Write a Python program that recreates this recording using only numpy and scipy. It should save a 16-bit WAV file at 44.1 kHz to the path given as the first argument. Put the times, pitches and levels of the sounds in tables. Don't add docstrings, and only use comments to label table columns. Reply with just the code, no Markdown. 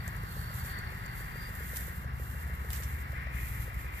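import sys
import numpy as np
from scipy.fft import rfft, irfft, next_fast_len
from scipy.io import wavfile
from scipy.ndimage import map_coordinates

SR = 44100
rng = np.random.default_rng(int(sys.argv[2]) if len(sys.argv) > 2 else 0)


def bounce(signal):
    frames = np.transpose(np.atleast_2d(signal))
    limited = np.clip(frames, -1, 1)
    pcm = np.round(limited * 32767).astype(np.int16)
    wavfile.write(sys.argv[1], SR, pcm)


N = 176400
T = np.arange(N) / SR

# frequency in Hz, level in dB.
RUMBLE_EQ = [(12, -20), (25, -6), (50, 0.1), (75, 0.8), (130, -2), (180, -7), (260, -17), (350, -19),
             (500, -20), (800, -27), (1500, -45), (4000, -90)]
# frequency in Hz, left-right likeness from 0 to 1.
RUMBLE_LIKENESS = [(60, 0.86), (200, 0.63), (400, 0.53), (800, 0.21)]
# pitch in Hz, level at the crest in dB, time of the crest in seconds.
HUM_TONES = [(226, -66, 1.4), (257.6, -64, 2.6), (323, -69.5, 3.65), (387, -70, .9)]

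# time in seconds, firings per second.
FIRING_RATE = [(0, 12.54), (1.7, 12.65), (2.5, 12.6), (4, 11.57)]
# multiple of the firing rate, level in dB.
LIGHT_HARMONICS = [(3, -12), (4, 4.5), (5, -3.5), (6, 0.5), (7, 1), (8, -1.5), (9, 0), (10, -2), (11, -9),
                   (12, -6.5), (13, -2.5), (14, -6), (15, -12), (16, -19), (18, -22.5), (19, -31)]
# multiple of the firing rate, level in dB.
BOOMY_HARMONICS = [(3, -20), (4, -7.5), (5, 7.5), (6, 3.5), (7, -27), (8, -6.5), (9, -17), (10, -4.5),
                   (11, -41), (12, -12), (13, -44), (14, -15.5), (15, -23), (16, -22), (18, -39), (19, -36)]
# time in seconds, boomy share from 0 to 1.
BOOM_SHARE = [(0, 0.094), (1.3, 0.033), (2.1, 0.8), (4, 0.8)]
# time in seconds, level in dB.
ENGINE_LEVEL = [(0.0, -38), (1.2, -42.5), (2.45, -35.5), (3.8, -38), (3.83, -37.5), (4.0, -39)]

# frequency in Hz, level in dB.
AIR_EQ = [(200, -32), (500, -17.5), (720, -3), (1020, 5.5), (1280, 6), (1600, 2.5), (2100, -5), (2450, -16),
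          (2740, -12), (3050, -15), (3550, -16), (4100, -12.5), (5500, -19), (9000, -48), (15000, -28)]
# frequency in Hz, left-right likeness from 0 to 1.
AIR_LIKENESS = [(500, 0.43), (1100, 0.68), (2000, 0.72), (2800, 0.6), (4000, 0.58), (7000, 0.18)]
# frequency in Hz, balance in dB.
AIR_BALANCE = [(500, 6), (1200, 0), (2200, 0), (2450, 7.5), (2780, -4.5), (3400, -5), (4000, 5.5),
               (5500, -7), (9000, -7), (13000, 10)]
# time in seconds, level in dB.
AIR_LEVEL = [(0.0, -57), (0.07, -54.5), (0.37, -55.5), (0.51, -54), (2.24, -58), (2.72, -57), (3.98, -56.5),
             (4.0, -58)]
# time in seconds, centre in Hz, level in dB.
HOLLOW_PATH = [(0.0, 1880, -45), (0.32, 1760, -54), (0.76, 1760, -44), (0.89, 1840, -47.5),
               (1.78, 1830, -46.5), (2.08, 1740, -50.5), (2.19, 1970, -53.5), (2.26, 1690, -53.5),
               (2.43, 1810, -50), (3.13, 1867, -46.5), (3.42, 2050, -46), (3.66, 1900, -50.5),
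               (4.0, 2030, -47)]
# time in seconds, level in dB.
SHOULDER_LEVEL = [(0.0, -72), (0.14, -95), (1.86, -60), (2.14, -62), (3.35, -54), (3.65, -57), (4.0, -54)]
# frequency in Hz, phase lag in radians.
LEFT_LAG = [(300, 0.077), (600, 0.57), (720, 0.79), (900, 2.83), (1400, 4.09), (1700, 5.22), (2000, 5.85),
            (2250, 7.94), (2600, 8.5), (3000, 10.36), (3500, 12.6), (4500, 16.63), (6000, 20.1)]
# time in seconds, centre in Hz, level in dB.
BUZZ_PATH = [(0, 4510, -56.5), (.22, 4530, -65), (.33, 4390, -56), (.45, 4440, -57.5), (.65, 4470, -59),
             (.72, 4460, -51.5), (.81, 4480, -56), (.94, 4480, -67), (1.05, 4560, -60), (1.27, 4510, -62),
             (1.35, 4770, -62), (1.44, 4790, -53), (1.52, 4780, -64), (2.0, 4500, -76)]

# start in seconds, level in dB.
KNOCK_CUES = [(0.078, -48), (0.234, -46.5), (0.366, -45.5), (0.504, -49), (0.646, -51), (0.788, -49),
              (0.922, -47), (1.055, -51), (1.205, -49), (1.356, -45.5), (1.488, -51), (1.605, -45.5),
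              (1.733, -46), (1.879, -45.5), (2.045, -48.5), (2.196, -45.5), (2.346, -48.5), (2.497, -49),
              (2.646, -46.5), (2.801, -48.5), (2.982, -54), (3.13, -47.5), (3.268, -47), (3.678, -47),
              (3.842, -52)]
# frequency in Hz, level in dB.
TICK_EQ = [(2000, -24), (5000, -16), (6500, -17), (7400, -12), (8600, -24), (10500, -23), (14000, -16)]

# time in seconds, level in dB.
SWISH_LEVEL = [(0.0, -62), (0.08, -54.5), (0.1, -58), (0.25, -59), (0.34, -52.5), (0.44, -52.5),
               (0.49, -59), (0.57, -49.5), (0.67, -50), (0.78, -58.5), (1.14, -59.5), (1.18, -51),
               (1.28, -59.5), (1.56, -52), (1.57, -57), (1.64, -51), (1.75, -48.5), (1.77, -44.5),
               (1.79, -47.5), (1.85, -52.5), (2.02, -57.5), (2.07, -64), (2.15, -67), (2.19, -55),
               (2.68, -58.5), (2.71, -47), (2.91, -53.5), (3.17, -62), (3.29, -69.5), (3.36, -51),
               (3.52, -52.5), (3.63, -50), (3.69, -60.5), (3.85, -54), (3.89, -66), (4.0, -49.5)]
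# frequency in Hz, level in dB.
SWISH_EQ = [(800, -25), (2500, -5.5), (3600, -5), (5500, -10), (7600, 0), (9000, -3.5), (10500, 0.5),
            (12300, 5.5), (13400, 6), (15000, -2.5)]
# frequency in Hz, balance in dB.
SWISH_BALANCE = [(3000, 0.5), (5600, -8), (8000, -5.5), (9700, 5.5), (12200, -9.5), (14500, -2)]
# start in seconds, level in dB, seconds to fall 60 dB, balance in dB,
# woody body against the crack in dB, ring pitch in Hz.
SNAP_CUES = [(0.0783, -31.5, 0.011, -2, -22, 7500), (.087, -44, .02, -1, -22, 8000),
             (.165, -43, .015, -2, -22, 11500), (.234, -48, .016, -4, -20, 10000),
             (.7874, -44, .018, -8, -22, 7800), (1.061, -42.5, 0.02, -5, -22, 7240),
             (1.21, -47, .025, 0, -20, 9250), (1.552, -38, .012, -8, -20, 13000),
             (1.759, -38, .035, 0, -7, 11500), (1.768, -30.5, .018, 1, -13, 11200),
             (1.769, -43, .04, -2, -16, 7300), (1.808, -38, .015, -3, -20, 11500),
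             (2.7042, -30, 0.0096, -2, -4, 10800), (2.71, -49, .06, -6, -3, 7500),
             (2.729, -41, .04, 3, -8, 5500), (2.732, -30, 0.012, 2, -16, 12300),
             (2.738, -50, 0.13, -6, 0, 6960), (2.761, -47, 0.095, 0, -6, 7900),
             (2.822, -50.5, .1, -6, -4, 7560), (2.833, -45.5, 0.11, -3, -9, 5800),
             (3.12, -41, .01, -6, -11, 13200), (3.742, -49, 0.062, -1, -20, 12400)]
# frequency in Hz, level in dB.
CRACK_EQ = [(1500, -35), (4000, -19), (5800, 0.5), (7400, 5), (9300, 0), (11500, 4.5), (14500, 7)]
# frequency in Hz, level in dB.
WOOD_EQ = [(300, -7), (900, 2), (2500, 4.5), (3900, 1), (5500, 2.5), (9000, -40)]


def amp(db):
    return 10 ** (np.asarray(db) / 20)


def unit(x):
    return x / np.sqrt(np.mean(x ** 2) + 1e-20)


def along(points, hz):
    freqs, values = np.transpose(points)
    return np.interp(np.log(hz + 1), np.log(freqs + 1), values)


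def curves(rows):
    times, *columns = np.transpose(rows)
    return [np.interp(T, times, column) for column in columns]


def wobble(rate):
    return map_coordinates(rng.standard_normal(256), [T * rate], mode="mirror")


def filtered(x, response):
    size = next_fast_len(N + SR // 2)
    return irfft(rfft(x, size) * response(np.fft.rfftfreq(size, 1 / SR)), size)[..., :N]


def sides(db):
    return amp(np.array([[.5], [-.5]]) * db)


def shaped(x, eq, balance=((1, 0),)):
    return unit(filtered(x, lambda hz: amp(along(eq, hz)) * sides(along(balance, hz))))


def noise_pair(likeness):
    def mid_side_gains(hz):
        angle = np.arccos(np.clip(along(likeness, hz), -1, 1)) / 2
        return np.array([np.cos(angle), np.sin(angle)])
    mid, side = filtered(rng.standard_normal((2, N)), mid_side_gains)
    return np.array([mid + side, mid - side])


def from_right(x):
    return filtered(x, lambda hz: np.exp(np.array([[-.5], [.5]]) * 1j * along(LEFT_LAG, hz)))


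def band(centre_hz, width_hz, likeness):
    skirt = lambda hz: 1 / (1 + (hz / width_hz) ** 2 / 2)
    a, b = (filtered(noise_pair([(1, likeness)]), skirt) for _ in range(2))
    phase = 2 * np.pi * np.cumsum(np.broadcast_to(centre_hz, N)) / SR
    return unit(a * np.cos(phase) + b * np.sin(phase))


def burst(start, t60, attack_s=0.00054):
    t = np.maximum(T - start, 0)
    return (1 - np.exp(-t / attack_s)) * np.exp(-np.minimum(np.log(1000) * t / t60, 50))


def rumble(level_db=-45.5):
    return amp(level_db) * shaped(noise_pair(RUMBLE_LIKENESS), RUMBLE_EQ)


def machine_hum(swell_s=.7, depth_db=8):
    out = np.zeros(N)
    for hz, db, crest_s in HUM_TONES:
        swell = np.exp(-((T - crest_s) / swell_s) ** 2 / 2)
        rms = amp(db - depth_db * (1 - swell) + 2.7 * wobble(2.94))
        out += np.sqrt(2) * rms * np.sin(2 * np.pi * hz * T + wobble(9.1) / 2)
    return out


def engine(trim_db=-1, waver_db=2.6, waver_rad=.45, scatter_db=2.2):
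    rate, = curves(FIRING_RATE)
    boom, = curves(BOOM_SHARE)
    level_db, = curves(ENGINE_LEVEL)
    phase = 2 * np.pi * np.cumsum(rate) / SR
    thuds, power = np.zeros((2, N))
    for (multiple, light_db), (_, boomy_db) in zip(LIGHT_HARMONICS, BOOMY_HARMONICS):
        gain = amp(light_db + boom * (boomy_db - light_db) + waver_db * wobble(4))
        smear_rad = rng.standard_normal() * (1.5 - boom)
        thuds += gain * np.sin(multiple * phase + smear_rad + waver_rad * wobble(4))
        power += gain ** 2 / 2
    uneven_db = scatter_db * np.tanh(wobble(rate.mean()))
    return amp(level_db + trim_db + uneven_db) * thuds / np.sqrt(power)


def hiss(air_trim_db=6.5, hollow_trim_db=-1, shoulder_trim_db=-4.5):
    air_db, = curves(AIR_LEVEL)
    centre_hz, hollow_db = curves(HOLLOW_PATH)
    shoulder_db, = curves(SHOULDER_LEVEL)
    air = amp(air_db + air_trim_db) * shaped(noise_pair(AIR_LIKENESS), AIR_EQ, AIR_BALANCE)
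    hollow_gain = amp(hollow_db + hollow_trim_db + 1.5 * wobble(25.29))
    hollow = hollow_gain * band(centre_hz + 25 * wobble(14), width_hz=247, likeness=0.88)
    shoulder = amp(shoulder_db + shoulder_trim_db) * band(1.2 * centre_hz, width_hz=66, likeness=0.23)
    whine = amp(-65.5) * band(centre_hz=2743, width_hz=44, likeness=0.53)
    return from_right(air + (hollow + shoulder) * sides(db=4.5) + whine * sides(db=-4))


def buzz(trim_db=-4.6, waver_hz=35):
    centre_hz, level_db = curves(BUZZ_PATH)
    flicker = amp(2.2 * wobble(29.9))
    sizzle = flicker * band(centre_hz + waver_hz * wobble(22), width_hz=60, likeness=0.72)
    low = amp(-3.5) * band(centre_hz=3444, width_hz=520, likeness=0.43)
    return from_right(amp(level_db + trim_db) * (sizzle * sides(db=-9) + low))


def knocks(typical_hz=512, width_s=0.0015, rise_s=0.00295, blip_trim_db=3.5, tick_trim_db=-5.5):
    tick_noise = shaped(rng.standard_normal((2, N)), TICK_EQ)
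    out = np.zeros((2, N))
    for start, db in KNOCK_CUES:
        detune, brightness_db = rng.normal(0, [.1, 2])
        t = T - start - rise_s
        window = np.exp(-np.minimum((t / width_s) ** 2 / 2, 50))
        blip = window * np.sin(2 * np.pi * typical_hz * (1 + detune) * t)
        tick = burst(start, t60=0.031) * tick_noise
        out += amp(db + blip_trim_db) * blip + amp(db + tick_trim_db + brightness_db) * tick
    return out


def grass_swish(trim_db=3.5, grains_per_s=580, spread_db=9, grain_db=-6.5):
    level_db, = curves(SWISH_LEVEL)
    touches = rng.random((2, N)) < grains_per_s / SR
    polarity = rng.choice([-1, 1], (2, N))
    strength = amp(spread_db * np.minimum(rng.exponential(size=(2, N)), 2.3))
    brush = rng.standard_normal((2, N)) + amp(grain_db) * unit(touches * polarity * strength)
    flutter_db = 1.76 * wobble(34.99)
    return amp(level_db + trim_db + flutter_db) * shaped(brush, SWISH_EQ, SWISH_BALANCE)


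def stem_snaps(trim_db=3.5, ring_db=9, ring_octaves=.13):
    white = rng.standard_normal((2, N))
    body = shaped(rng.standard_normal((2, N)), WOOD_EQ)
    out = np.zeros((2, N))
    for start, db, t60, balance_db, body_db, ring_hz in SNAP_CUES:
        boost_db = lambda hz: ring_db / (1 + (np.log2((hz + 1) / ring_hz) / ring_octaves) ** 2)
        crack = unit(filtered(white, lambda hz: amp(along(CRACK_EQ, hz) + boost_db(hz))))
        out += amp(db + trim_db) * burst(start, t60) * sides(balance_db) * (crack + amp(body_db) * body)
    return out


def scene():
    background = rumble() + (machine_hum() + engine()) * sides(db=1) + hiss() + buzz()
    return background + knocks() + grass_swish() + stem_snaps()


def record(dry, top_hz=14560):
    return filtered(dry, lambda hz: hz < top_hz)


dry = scene()
out = record(dry)
bounce(out)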